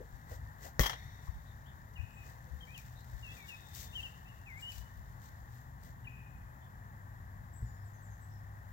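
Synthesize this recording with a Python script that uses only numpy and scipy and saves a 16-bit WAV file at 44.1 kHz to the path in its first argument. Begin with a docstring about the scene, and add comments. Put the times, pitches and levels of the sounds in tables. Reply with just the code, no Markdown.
"""A football skips over a lawn and cracks against the post of a garden goal beside the microphone.
The ball rings hollowly, and the frame thumps, rattles in its joints and keeps ringing for a moment.
Grass rustles as the player trots after the ball, and birds whistle gliding notes that echo off trees.
Far traffic and an engine rumble underneath, and light wind nudges the two microphone openings (ports)."""
import sys
import numpy as np
from scipy import signal
from scipy.fft import rfft, irfft, next_fast_len
from scipy.io import wavfile
from scipy.ndimage import uniform_filter1d

SR = 44100
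rng = np.random.default_rng(int(sys.argv[2]) if len(sys.argv) > 2 else 0)


def dump(signal):
    """Clip the signal to [-1, 1] and save it as 16-bit WAV at the path in sys.argv[1]."""
    limited = np.clip(np.atleast_2d(signal).T, -1, 1)
    pcm = np.round(limited * 32767).astype(np.int16)
    wavfile.write(sys.argv[1], SR, pcm)


N = 384853
TIME = np.arange(N) / SR
TOP_HZ = 15850  # treble above this is cut

# A tone table says how strong the low and high parts of a sound are. Levels in tables are relative.
# how alike noise is on the left and right: f/Hz, likeness (1 = the same)
STEREO_LIKENESS = [(60, 0.86), (130, 0.94), (290, 0.81), (640, 0.7), (1400, 0.78), (2000, 0.89),
                   (3100, 0.29), (15000, 0.082)]
# how much louder noise is on the left: f/Hz, level/dB
LEFT_LEAD = [(60, 2), (200, 5.5), (380, 5.5), (700, 8.5), (1300, 5), (2400, 2.5), (4400, 8.5), (8100, 18),
             (15000, 7.5)]

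# tone of the town's rumble: f/Hz, level/dB
RUMBLE_TONE = [(20, -39), (33, -14), (50, 1), (70, 1.5), (100, -3), (130, -4), (170, -15), (220, -23),
               (400, -41.5)]
# tone of the road's drone: f/Hz, level/dB
ROAD_TONE = [(60, -18), (110, 7.5), (150, 3.5), (190, -2), (260, -8.5), (330, -15.5), (500, -27.5),
             (900, -64)]
# the drone swells as cars come and go: t/s, level/dB
ROAD_SWELL = [(0.0, -59), (0.99, -60.5), (5.47, -61), (6.01, -58), (6.35, -59), (8.7, -61.5)]
# tone of far tyres: f/Hz, level/dB
TYRE_TONE = [(200, -7), (350, -11.5), (500, -4), (850, 5.5), (1100, 3), (1350, -2.5), (1600, 2.5),
             (1830, 5), (2020, -3.5), (2170, -15), (2600, -21.5), (4000, -29)]
# tone of a faint hiss: f/Hz, level/dB
HISS_TONE = [(1500, 8), (2500, -9.5), (3600, 0.5), (4500, -4.5), (6000, -1.5), (7400, 4), (8400, -12),
             (9800, -9), (12000, 2.5), (14000, 1), (16000, 2)]
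# when the engine speeds up: from t/s, to t/s
REVS = [(2.25, 3.25), (5.45, 6.55)]
# swirls of wind: t/s, f/Hz, level/dB, half length/s, port (0 left, 1 right)
EDDIES = [(1.295, 70.6, -25.5, 0.008, 0), (1.366, 59.5, -37, 0.019, 1), (2.003, 73.6, -27, 0.01, 0),
          (2.039, 94, -31.5, 0.0099, 0), (2.541, 67.7, -34.5, 0.032, 0), (4.796, 60, -37.5, 0.038, 0),
          (4.992, 51.7, -39, 0.026, 0)]

# notes of a near songbird: t/s, length/s, first f/Hz, middle f/Hz, last f/Hz, level/dB
NEAR_SONG = [(2.165, 0.074, 2530, 2550, 2430, -56), (2.605, .042, 3170, 3185, 3000, -52),
             (2.668, 0.084, 2250, 2445, 2660, -55.5), (2.74, 0.055, 3420, 2730, 2350, -50),
             (3.224, 0.11, 2965, 2645, 2740, -48), (3.362, .11, 2490, 2300, 2210, -54.5),
             (3.481, 0.08, 2930, 2600, 2560, -47), (3.928, 0.0296, 2550, 2950, 3140, -51),
             (3.949, .065, 3160, 2920, 2630, -39.5), (4.026, 0.049, 3270, 2880, 2700, -42.5),
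             (4.456, .15, 2800, 2060, 2480, -50.5), (4.62, 0.095, 2865, 2937, 3015, -42.5),
             (4.711, 0.017, 2930, 2710, 2400, -50)]
# birds deeper in the trees: columns as in NEAR_SONG
FAR_CALLS = [(1.955, 0.066, 2975, 2480, 2830, -52), (2.3, 0.29, 511, 512, 495, -68),
             (3.28, .09, 3290, 3430, 3780, -61.5), (3.36, .62, 3744, 3630, 3600, -64.5),
             (3.47, 0.11, 5680, 5360, 5420, -70), (4.25, .07, 2610, 2780, 2750, -61),
             (6.045, 0.021, 3040, 2800, 2700, -57.5), (6.07, 0.016, 2550, 2480, 2590, -43.5)]
# faint buzzy high sounds (distant chirps, a soft scuff, a thin ring of the goal frame): as in NEAR_SONG
FAINT_BUZZES = [(1.45, 0.075, 3580, 3610, 3550, -70), (1.655, 0.051, 3140, 3264, 3350, -63.5),
                (2.95, .07, 3500, 3830, 4100, -66), (6.61, 0.066, 3330, 3440, 3350, -71.5),
                (7.6, .28, 5220, 5200, 5200, -78), (8.29, 0.11, 5470, 5450, 5350, -74)]
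# thin high whistles: columns as in NEAR_SONG
WHISTLES = [(2.11, 0.078, 7450, 7600, 7600, -73), (4.57, 0.066, 7400, 7600, 7620, -63.5),
            (7.53, 0.064, 7340, 7760, 7570, -61.5), (7.655, .055, 6770, 6940, 6930, -65),
            (7.85, 0.042, 7900, 7400, 7050, -69), (7.93, 0.049, 6750, 6430, 6060, -67.5),
            (8.02, .068, 8200, 7200, 6650, -66.5), (8.1, 0.054, 6700, 6400, 6250, -67.5),
            (8.208, .048, 7950, 7660, 7860, -68)]

# how far away the player is: t/s, distance/m
PLAYER_PATH = [(0, 7), (1.8, 7.9), (2.7, 4.06), (3.8, 2.96), (4.4, 5.5), (5.3, 6), (6.4, 17), (8.7, 10.5)]
# ball and shoes brush the lawn: t/s, half length/s, grass level/dB, earth level/dB
SWISHES = [(0.329, 0.043, -54, -54), (0.656, 0.042, -49.5, -54), (1.26, 0.035, -60.5, -76),
           (2.282, 0.072, -60, -58.5), (2.793, 0.022, -54.5, -77), (3.36, 0.063, -58, -59),
           (3.494, 0.032, -53.5, -70), (3.768, 0.033, -47.5, -69), (3.822, 0.042, -45.5, -65),
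           (4.01, 0.1, -56, -61), (4.615, 0.025, -57.5, -69), (4.754, 0.074, -51.5, -84),
           (5.253, 0.048, -58, -85), (5.565, 0.065, -63.5, -87), (5.868, 0.05, -60, -60.5)]
# tone of rustling grass: f/Hz, level/dB
GRASS_TONE = [(1000, -10), (2500, -9), (3800, -2.5), (5000, -2.5), (6500, 0.5), (7600, -1), (9000, -11.5),
              (11000, -9.5), (14000, -1.5), (16000, -1.5)]
# tone of scuffed earth: f/Hz, level/dB
EARTH_TONE = [(100, -21), (300, -4.5), (700, 0.5), (1200, -7), (2000, 1.5), (3000, -86)]
# dry stalks snap underfoot: t/s, level/dB
SNAPS = [(2.778, -36), (3.75, -38), (4.72, -41.5), (4.782, -41), (5.835, -48)]
# tone of a snapping stalk: f/Hz, level/dB
SNAP_TONE = [(1000, -14), (2500, -12), (5000, 4), (7500, 0), (9500, -5), (12000, -2), (16000, 1)]

# hollow bounces on the lawn: t/s, f/Hz, level/dB, fade time/s
BOUNCES = [(.002, 487, -40, 0.12), (0.311, 550, -44.5, 0.093), (.645, 735, -42.5, 0.17),
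           (1.274, 1040, -48.5, 0.086), (7.622, 400, -55, 0.1)]
# low thuds through frame and ground: t/s, f/Hz, level/dB, fade time/s, left minus right level/dB
THUDS = [(.135, 50, -31, 0.11, 20), (0.317, 70, -31.5, 0.094, 0.5), (3.134, 53, -30.5, 0.27, 25),
         (7.6186, 58, -29.5, 0.26, 1.5), (7.624, 115, -27, 0.15, 2.5), (7.624, 223, -44, 0.12, 3)]
# the swaying frame knocks in its joints: t/s, level/dB, fade time/s, extra treble/dB
RATTLES = [(0.808, -25.5, 0.2, 10.5), (0.8334, -28.5, 0.24, -8), (0.859, -23.5, 0.057, -8),
           (.864, -28, 0.081, 5), (0.895, -30.5, 0.13, -5), (0.9306, -35.5, 0.093, -31)]
# tone of a knocking joint: f/Hz, level/dB
JOINT_TONE = [(120, -38), (200, -10), (347, -22), (424, -10.5), (482, -10), (791, -1), (1250, -6),
              (1870, -3.5), (2560, -18.5), (3250, 0), (3690, -16.5), (5940, -7.5), (8580, -24.5),
              (12200, -17.5), (16000, -16)]
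# pitches at which the goal's tubes ring: f/Hz, level/dB, fade time/s
TUBE_RINGS = [(960, -11.5, 0.14), (1100, -4.5, 0.085), (1510, -22, 0.12), (1795, -5, 0.18),
              (2065, -2, 0.13), (3256, -1, 0.15), (3220, -2, 0.12), (3480, -9, 0.14), (4000, 0.5, 0.068),
              (5370, -20, 0.12)]
# lingering ring of frame and net: f/Hz, width/Hz, level/dB
FRAME_RINGS = [(1910, 330, 6), (3670, 370, 0.5), (4420, 120, -6), (5460, 200, -5), (5980, 150, -1.5)]
# tone of the ball's crack on the post: f/Hz, level/dB
CRACK_TONE = [(40, -35), (100, 7), (400, 4.5), (950, -8), (2000, -6.5), (3100, -15), (5800, -7),
              (9500, -32), (13200, -19), (16000, -13.5)]
# tone of the ball's skin settling on the post: f/Hz, level/dB
SLAP_TONE = [(30, -20), (70, 11), (170, 9), (380, -2.5), (800, -11), (1480, -9), (2020, -16), (2700, -12.5),
             (4600, -18), (6500, -8.5), (9900, -31), (14600, -8)]
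# pitches of the ball's shell and the air inside: f/Hz, level/dB, fade time/s
BALL_RINGS = [(123, -24, 0.095), (155, -21, 0.11), (215, -24.5, 0.026), (376, -53, 0.12),
              (546, -37.5, 0.12), (606, -40, 0.15), (820, -55, 0.14), (1154, -33.5, 0.089),
              (1500, -35, 0.046), (1867, -26, 0.069), (1970, -22, 0.035)]

STRIKE_S = .7945  # the ball meets the post


def amp(db):
    """Turn decibels into a number to multiply a sound by."""
    return 10 ** (np.asarray(db) / 20)


def unit(x):
    """Scale a sound so its average strength (rms) is 1, going by the left side if it is stereo."""
    return x / np.sqrt(np.mean(np.atleast_2d(x)[0] ** 2))


def along(points, hz):
    """Read between the rows of a (frequency, value) table, with octaves evenly spaced."""
    f, value = np.transpose(points)
    return np.interp(np.log(np.maximum(hz, 1)), np.log(f), value)


def noise(tone, size=N):
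    """Stereo noise shaped by a tone table or function; the right side is later and quieter."""
    padded = next_fast_len(size, True)
    hz = np.arange(padded // 2 + 1) * SR / padded
    left, other = rfft(rng.standard_normal((2, padded)))
    likeness, lag_s = along(STEREO_LIKENESS, hz), .00039
    late = left * np.exp(-2j * np.pi * hz * lag_s)
    right = (likeness * late + np.sqrt(1 - likeness ** 2) * other) * amp(-along(LEFT_LEAD, hz))
    gain = tone(hz) if callable(tone) else amp(along(tone, hz))
    return unit(irfft(np.array([left, right]) * gain, padded)[:, :size])


def click(tone, size=2048):
    """The sharpest possible click with a given tone, peaking at 1."""
    hz = np.arange(size // 2 + 1) * SR / size
    cepstrum = irfft(np.log(amp(along(tone, hz))))
    # folding the second half onto the first packs the energy at the start
    cepstrum[1:size // 2] *= 2
    cepstrum[size // 2 + 1:] = 0
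    pulse = irfft(np.exp(rfft(cepstrum)))
    return pulse / np.abs(pulse).max()


def drift(per_second):
    """A random wander of size about 1 that turns so many times a second."""
    hold = int(SR / per_second)
    steps = np.repeat(rng.standard_normal(N // hold + 1), hold)
    return unit(uniform_filter1d(steps, hold)[:N])


def fade(t, t60, rise):
    """Rise quickly, then die away; t60 is the fade time, the seconds taken to fall by 60 dB."""
    return (1 - np.exp(-t / rise)) * amp(-60 * t / t60)


def ring(t, hz, db, t60, rise):
    """One pure pitch that dies away, as from something struck."""
    return amp(db) * np.sin(2 * np.pi * hz * t) * fade(t, t60, rise)


def add(out, start, sound):
    """Mix a sound in at a start time in seconds."""
    i = max(int(start * SR), 0)
    out[..., i:i + sound.shape[-1]] += sound[..., :N - i]


def from_left(x, right_db, lag_samples=7):
    """A sound on the left reaches the right port weaker and a little later."""
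    return np.array([x, amp(right_db) * np.roll(x, lag_samples)])


def traffic():
    """The town rumbles, passing cars drone and far tyres rush, over a faint even hiss."""
    rumble = noise(lambda hz: amp(along(RUMBLE_TONE, hz)) / (1 + (hz / 600) ** 4))
    rumble *= amp(-51.5 + 1.75 * drift(6))
    road = noise(ROAD_TONE) * amp(3.5 + np.interp(TIME, *np.transpose(ROAD_SWELL)))
    tyres = noise(TYRE_TONE) * amp(-58 + .5 * drift(3.31))
    return rumble + road + tyres + amp(-65) * noise(HISS_TONE)


def engine():
    """A far engine slowly draws nearer; the throttle lifts its pitch and level together."""
    idle_hz, revved_hz, change_s = 100.7, 123.4, .27
    idle_db, rev_db, approach_db_per_s = -65, 1, 1.5
    opened = sum(1. * ((TIME > start) & (TIME < end)) for start, end in REVS)
    throttle = uniform_filter1d(opened, size=int(change_s * SR))
    firing_hz = idle_hz + (revved_hz - idle_hz) * throttle
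    phase = 2 * np.pi * np.cumsum(firing_hz * (1 + .0179 * drift(14))) / SR
    db = idle_db + rev_db * throttle + approach_db_per_s * TIME + 2 * drift(9)
    hum = np.sqrt(2) * (np.sin(phase) + amp(-22) * np.sin(2 * phase))
    return from_left(amp(db) * hum, right_db=-2.5)


def wind():
    """Each swirl of air briefly pushes and pulls on one port."""
    out = np.zeros((2, N))
    for centre, hz, db, half_length, port in EDDIES:
        t = TIME - centre
        out[int(port)] += amp(db) * np.cos(2 * np.pi * hz * t) * np.exp(-(t / half_length) ** 2)
    return out


def glide(length, first_hz, middle_hz, last_hz):
    """Pitch and loudness of one note, gliding in a smooth arc through three pitches."""
    progress = TIME[:int(length * SR)] / length
    bend_hz = middle_hz - (first_hz + last_hz) / 2
    pitch = first_hz + (last_hz - first_hz) * progress + bend_hz * (1 - (2 * progress - 1) ** 2)
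    opening, closing = .11, .091  # shares of the note's length
    return pitch, np.minimum(progress / opening, 1) * np.minimum((1 - progress) / closing, 1)


def whistling(notes, right_db, echo_db, echo_t60, waver):
    """Wavering notes such as birdsong, scattered by nearby branches and echoed by trees and houses."""
    voice, tremble = np.zeros(N), drift(300)
    for start, length, first_hz, middle_hz, last_hz, db in notes:
        pitch, loudness = glide(length, first_hz, middle_hz, last_hz)
        shake = tremble[int(start * SR):][:len(pitch)]
        phase = 2 * np.pi * np.cumsum(pitch * (1 + waver * shake)) / SR
        add(voice, start, np.sqrt(2) * amp(db + .46 * shake) * loudness * np.sin(phase))
    trees = unit(rng.standard_normal((2, SR)) * fade(TIME[:SR], echo_t60, rise=.024))
    branches = unit(rng.standard_normal((2, SR)) * fade(TIME[:SR], t60=.08, rise=.0026))
    scatter = (amp(echo_db) * trees + amp(-9.5) * branches) / np.sqrt(SR)
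    echo = signal.fftconvolve(voice[None], scatter, axes=1)[:, :N]
    echo[1] *= amp(-5.5)
    return amp(-1.5) * from_left(voice, right_db) + echo


def frame_tone(hz):
    """How strongly the goal's frame and net ring at each frequency."""
    return sum(amp(db) / (1 + (2 * (hz - f) / width) ** 2) for f, width, db in FRAME_RINGS)


def grass_and_net():
    """Ball and shoes sweep grass and scuff earth; steps rustle more when near; the hit shakes the net."""
    swish, scuff = np.zeros(N), np.zeros(N)
    for centre, half_length, grass_db, earth_db in SWISHES:
        contact = np.exp(-((TIME - centre) / half_length) ** 2)
        swish += amp(grass_db) * contact
        scuff += amp(earth_db) * contact
    metres = np.interp(TIME, *np.transpose(PLAYER_PATH))
    lawn_loss_db_per_m, flicks_per_s = .5, 100
    feet = amp(-50.5 - lawn_loss_db_per_m * metres) / metres
    net = amp(-54) * fade(np.maximum(TIME - STRIKE_S, 0), t60=.88, rise=.087)
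    stir = (feet + net) * amp(1.4 * drift(15))
    crackle = unit(amp(2 * drift(900)))
    # single blades flick back at random moments
    flicks = (rng.random(N) < flicks_per_s / SR) * amp(5.5 * rng.standard_normal(N))
    flicks = unit(signal.fftconvolve(flicks, fade(TIME[:512], t60=.0066, rise=.0001))[:N])
    grass = noise(GRASS_TONE) * (crackle * np.hypot(swish, stir) + amp(-9) * flicks * feet)
    return grass + noise(EARTH_TONE) * scuff + amp(-6.5) * stir * noise(frame_tone)


def stalks():
    """Dry stalks break underfoot, each with a tiny bright burst of noise."""
    out, t = np.zeros((2, N)), TIME[:4096]
    for start, db in SNAPS:
        add(out, start, amp(db) * noise(SNAP_TONE, len(t)) * fade(t, t60=.015, rise=.00017))
    return out


def thuds():
    """Frame and turf give heavy, low swings that soon die away."""
    out, t = np.zeros((2, N)), TIME[:SR // 2]
    for start, hz, db, t60, left_lead_db in THUDS:
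        add(out, start, from_left(ring(t, hz, db, t60, rise=.0056), -left_lead_db))
    return out


def bounces():
    """Soft turf lets the bouncing ball ring only briefly, with a hollow sound."""
    out = np.zeros((2, N))
    for start, centre_hz, db, t60 in BOUNCES:
        hollow = noise(lambda hz: 1 / (1 + ((hz - centre_hz) / 130) ** 2), SR)
        add(out, start, amp(db) * hollow * fade(TIME[:SR], t60, rise=.004))
    return out


def frame_rattle():
    """The struck frame knocks in its joints; each knock rings the tubes, and the frame sings on."""
    out, t = np.zeros((2, N)), TIME[:SR]
    for start, db, t60, treble_db in RATTLES:
        knock = noise(lambda hz: amp(along(JOINT_TONE, hz) + treble_db * hz / TOP_HZ), SR)
        # each knock is a burst of tiny contacts
        contacts = unit(np.repeat(amp(2.2 * rng.standard_normal(SR)), 16)[:SR])
        add(out, start, amp(db - 1.5) * knock * contacts * fade(t, t60, rise=.00079))
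        strengths = rng.uniform(-.79, 1, len(TUBE_RINGS))
        clang = sum(strength * ring(t, *row, rise=.00022) for strength, row in zip(strengths, TUBE_RINGS))
        add(out, start, from_left(amp(db - 5.5) * clang, right_db=-6.5))
    add(out, STRIKE_S, amp(-49) * noise(frame_tone, SR) * fade(t, t60=1.7, rise=.022))
    return out


def ball_on_post():
    """The ball cracks and slaps against the post; the ground gives a low thump and the ball's shell rings."""
    out, t = np.zeros((2, N)), TIME[:SR]
    add(out, STRIKE_S, from_left(-amp(-5) * click(CRACK_TONE), right_db=-9.5))
    add(out, STRIKE_S, amp(-21) * noise(SLAP_TONE, SR) * fade(t, t60=.15, rise=.0003))
    thump_hz = 49
    thump = amp(-15.5) * np.cos(2 * np.pi * thump_hz * t) * fade(t, t60=.16, rise=.0018)
    add(out, STRIKE_S, from_left(thump, right_db=-2))
    shell = -sum(ring(t, hz, db, t60, rise=.00015) for hz, db, t60 in BALL_RINGS)
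    add(out, STRIKE_S, from_left(shell, right_db=-5))
    return out


def scene():
    """The garden as heard from behind the goal."""
    birds = whistling(NEAR_SONG, right_db=-6.5, echo_db=-15.5, echo_t60=.5, waver=.01)
    birds += whistling(FAR_CALLS, right_db=-6, echo_db=-5.5, echo_t60=1, waver=.0286)
    buzzes = whistling(FAINT_BUZZES, right_db=-22, echo_db=-4, echo_t60=.11, waver=.045)
    birds += whistling(WHISTLES, right_db=-31, echo_db=-6.5, echo_t60=.41, waver=.0114)
    football = ball_on_post() + frame_rattle() + bounces() + thuds()
    return football + grass_and_net() + stalks() + birds + buzzes + wind() + traffic() + engine()


def record(dry):
    """Cut away the very highest treble."""
    return signal.sosfilt(signal.ellip(10, .2, 70, TOP_HZ, fs=SR, output="sos"), dry)


dry = scene()
out = record(dry)
dump(out)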